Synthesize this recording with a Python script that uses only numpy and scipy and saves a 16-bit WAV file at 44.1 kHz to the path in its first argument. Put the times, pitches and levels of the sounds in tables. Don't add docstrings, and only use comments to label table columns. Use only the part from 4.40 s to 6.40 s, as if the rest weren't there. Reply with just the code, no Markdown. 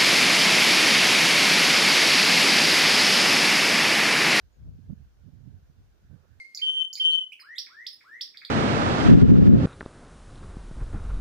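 import sys
import numpy as np
from scipy import signal
from scipy.io import wavfile
from scipy.ndimage import uniform_filter1d

SR = 44100
rng = np.random.default_rng(int(sys.argv[2]) if len(sys.argv) > 2 else 0)


def transcribe(signal):
    frames = np.atleast_2d(signal).T
    limited = np.clip(frames, -1, 1)
    pcm = np.round(limited * 32767).astype(np.int16)
    wavfile.write(sys.argv[1], SR, pcm)


N = 88200
TIME = np.arange(N) / SR


def amp(db):
    return 10 ** (np.asarray(db) / 20)


def unit_rms(x):
    return x / np.sqrt(np.mean(x ** 2) + 1e-30)


def curve(points, t):
    return np.interp(t, *np.transpose(points))


def spectrum_db(points, hz):
    frequencies, db = np.transpose(points)
    return np.interp(np.log(hz + 1), np.log(frequencies), db)


def shaped_noise(shape_db, patch_db=0, size=1024):
    hop = size // 4
    t = np.arange(N // hop + 5)[:, None] * hop / SR
    hz = np.fft.rfftfreq(size, 1 / SR)
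    real, imaginary, patches = rng.standard_normal((3, len(t), len(hz)))
    patches = unit_rms(uniform_filter1d(uniform_filter1d(patches, size=8, axis=0), size=8, axis=1))
    gain = amp(shape_db(t, hz) + patch_db * patches)
    gain /= np.sqrt((amp(shape_db(t, hz)) ** 2).sum(-1, keepdims=True))
    frames = (real + 1j * imaginary) * gain
    return unit_rms(signal.istft(frames.T, nperseg=size, noverlap=size - hop)[1][:N])


def buffeting(breeze, puffs, spectrum):
    # time in seconds, relative boost of the deepest bass in dB.
    deep_bass = [(0, 0), (.15, -14), (.26, 3.5), (.5, 3), (.9, 2.5), (1.25, -4), (1.55, -6), (1.73, -6),
                 (2, -7)]
    reference_db, reference_hz, octaves_per_db = -45, 97.9, .0464
    deep_hz, top_hz, top_follow = 70.4, 309, .59
    eddy_s, steadiness = .019, .61
    breeze_db = curve(breeze, TIME)
    powers = [amp(breeze_db) ** 2]
    speeds = [2 ** (octaves_per_db * (breeze_db - reference_db))]
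    for centre, half_width, db, pitch in puffs:
        powers.append((amp(db) * np.exp(-.5 * ((TIME - centre) / half_width) ** 2)) ** 2)
        speeds.append(pitch / reference_hz)
    power = sum(powers)
    mean_speed = sum(p * v for p, v in zip(powers, speeds)) / power

    def rumble_db(t, hz):
        follow = np.interp(hz, [top_hz / 2, top_hz], [1, top_follow])
        stretch = np.interp(t, TIME, mean_speed) ** follow
        bass_db = curve(deep_bass, t) * np.interp(hz, [deep_hz / 2, deep_hz], [1, 0])
        return spectrum_db(spectrum, hz / stretch) + bass_db

    eddies = shaped_noise(rumble_db, size=4096)
    window = signal.windows.hann(int(2 * eddy_s * SR))
    eddy_power = abs(signal.fftconvolve(abs(signal.hilbert(eddies)) ** 2, window / window.sum(), "same"))
    steadied = eddies / eddy_power ** (steadiness / 2)
    return np.sqrt(power) * unit_rms(steadied)


def wind():
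    # time in seconds, relative level of the breeze in dB.
    breeze_left = [(0, -62), (.08, -56), (.14, -72), (.17, -49.5), (.26, -42.5), (.36, -46.5), (.4, -62.5),
                   (.6, -61.5), (.78, -59.5), (.9, -65), (1.1, -58), (1.25, -64.5), (1.31, -64),
                   (1.45, -57), (1.6, -71), (1.75, -70.5), (2, -68.5)]
    breeze_right = [(0, -63), (.15, -61), (.24, -51), (.33, -46.5), (.47, -45.5), (.56, -58), (.62, -46),
                    (.72, -59.5), (.79, -54), (.84, -46), (.915, -72), (.95, -44.5), (1.14, -46),
                    (1.2, -60), (1.28, -57.5), (1.45, -59), (1.62, -61.5), (1.8, -59), (1.87, -59.5),
                    (1.94, -52.5), (2, -55.5)]
    # centre and half-width in seconds, relative level in dB, nominal eddy pitch in Hz.
    puffs_left = [(0.286, 0.012, -36, 77.4), (0.354, 0.0089, -46, 130), (0.475, 0.021, -46.5, 79.5),
                  (0.532, 0.013, -47, 71), (0.6, 0.021, -55.5, 90), (0.669, 0.019, -51, 69),
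                  (1.13, 0.011, -59, 85), (1.17, 0.022, -53, 78.6), (1.24, 0.015, -53.5, 79),
                  (1.416, 0.017, -54.5, 115), (1.497, 0.011, -57, 79), (1.654, 0.024, -53.5, 84)]
    puffs_right = [(.05, 0.015, -52, 84), (0.224, 0.023, -49, 85), (0.267, 0.016, -39, 85.5),
                   (0.39, 0.0057, -38.5, 97), (0.502, 0.0081, -27.5, 116.5), (.530, 0.0061, -31, 114),
                   (0.593, 0.025, -42.5, 82), (0.881, 0.015, -40.5, 143.6), (.935, 0.0058, -40, 121),
                   (1.077, 0.0099, -38, 141), (1.145, 0.029, -42.5, 102.6), (1.232, .012, -52.5, 73),
                   (1.301, 0.0081, -47.5, 103), (1.388, .02, -49.5, 95.7), (1.654, 0.012, -51, 102),
                   (1.708, 0.0076, -41.5, 135), (1.737, 0.021, -38.5, 97.2), (1.806, 0.012, -54.5, 129),
                   (1.914, 0.0084, -49, 123)]
    # frequency in Hz, relative spectral density in dB.
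    rumble_left = [(10, -25), (30, -17), (55, -8), (80, 5.5), (112, 1), (170, -9.5), (250, -20.5),
                   (350, -30), (600, -37), (1200, -54.5), (3000, -80.5)]
    rumble_right = [(10, -27), (30, -16.5), (50, -14.5), (78, 3.5), (110, 0), (180, -9), (250, -19),
                    (340, -31), (600, -42.5), (1200, -59), (3000, -84)]
    left_db, right_db = .54, -.34
    return np.array([amp(left_db) * buffeting(breeze_left, puffs_left, rumble_left),
                     amp(right_db) * buffeting(breeze_right, puffs_right, rumble_right)])


def hiss():
    # frequency in Hz, relative spectral density in dB.
    spectrum = [(20, 10), (120, 19.5), (300, 15.5), (520, 12), (750, 9), (1100, 5), (2000, 1.5), (4000, 0),
                (6300, -2), (7200, -6.5), (8000, -10), (13800, -11.5), (14700, -3), (15400, -7)]
    sides = [shaped_noise(lambda t, hz: spectrum_db(spectrum, hz), patch_db=1.6) for _ in range(2)]
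    return amp(-70) * np.array(sides)


def rush():
    # time in seconds, level on the right in dB.
    levels = [(0, -80.5), (.4, -81), (.7, -77.5), (.9, -79.5), (1.25, -77.5), (1.4, -81), (1.68, -76.5),
              (1.76, -72), (1.85, -67), (1.89, -72.5), (2, -74)]
    # time in seconds, centre frequency in Hz.
    centres = [(0, 1570), (.7, 1580), (1.25, 1500), (1.68, 1574), (1.8, 1505), (1.85, 1460), (1.96, 1630)]
    half_width_hz, left_db = 164, -16.5
    band_db = lambda t, hz: -10 * np.log10(1 + ((hz - curve(centres, t)) / half_width_hz) ** 4)
    level_db = curve(levels, TIME)
    return np.array([amp(level_db + side_db) * shaped_noise(band_db, patch_db=3)
                     for side_db in (left_db, 0)])


def bird():
    start_s, length_s, ramp_s = .114, .078, .018
    pitch_hz, fall_hz_per_s = 6850, 4700
    level_db, fade_db = -77.5, -9
    wood_t60_s, wood_db = .35, -7
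    age = np.clip(TIME - start_s, 0, length_s)
    gate = np.clip(np.minimum(age, length_s - age) / ramp_s, 0, 1)
    envelope = gate * amp(level_db + fade_db * age / length_s)
    note = envelope * np.sin(2 * np.pi * np.cumsum(pitch_hz - fall_hz_per_s * age) / SR)
    tail = rng.standard_normal((2, N)) * np.exp(-np.log(1000) * TIME / wood_t60_s)
    scattered = signal.fftconvolve(note[None], tail / np.linalg.norm(tail[0]), axes=1)[:, :N]
    return note + amp(wood_db) * scattered


def scuffs():
    # centre and half-width in seconds, left and right peak levels in dB.
    strokes = [(1.714, 0.012, -100, -64), (1.778, 0.031, -78, -69), (1.846, 0.015, -67.5, -65)]
    # frequency in Hz, relative spectral density in dB.
    spectrum = [(200, -32), (400, 5.5), (520, 5.5), (700, -3), (1000, -10), (1400, -16), (2200, -39),
                (6000, -48)]
    grain = np.array([shaped_noise(lambda t, hz: spectrum_db(spectrum, hz)) for _ in range(2)])
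    envelope = sum(amp([[left], [right]]) * np.exp(-((TIME - centre) / half_width) ** 2)
                   for centre, half_width, left, right in strokes)
    return grain * envelope


def scene():
    return wind() + hiss() + rush() + bird() + scuffs()


def record(dry):
    cutoff_hz = 15520
    low_pass = signal.firwin(1023, cutoff_hz, window=("kaiser", 9), fs=SR)
    return signal.oaconvolve(dry, low_pass[None], "same")


dry = scene()
out = record(dry)
transcribe(out)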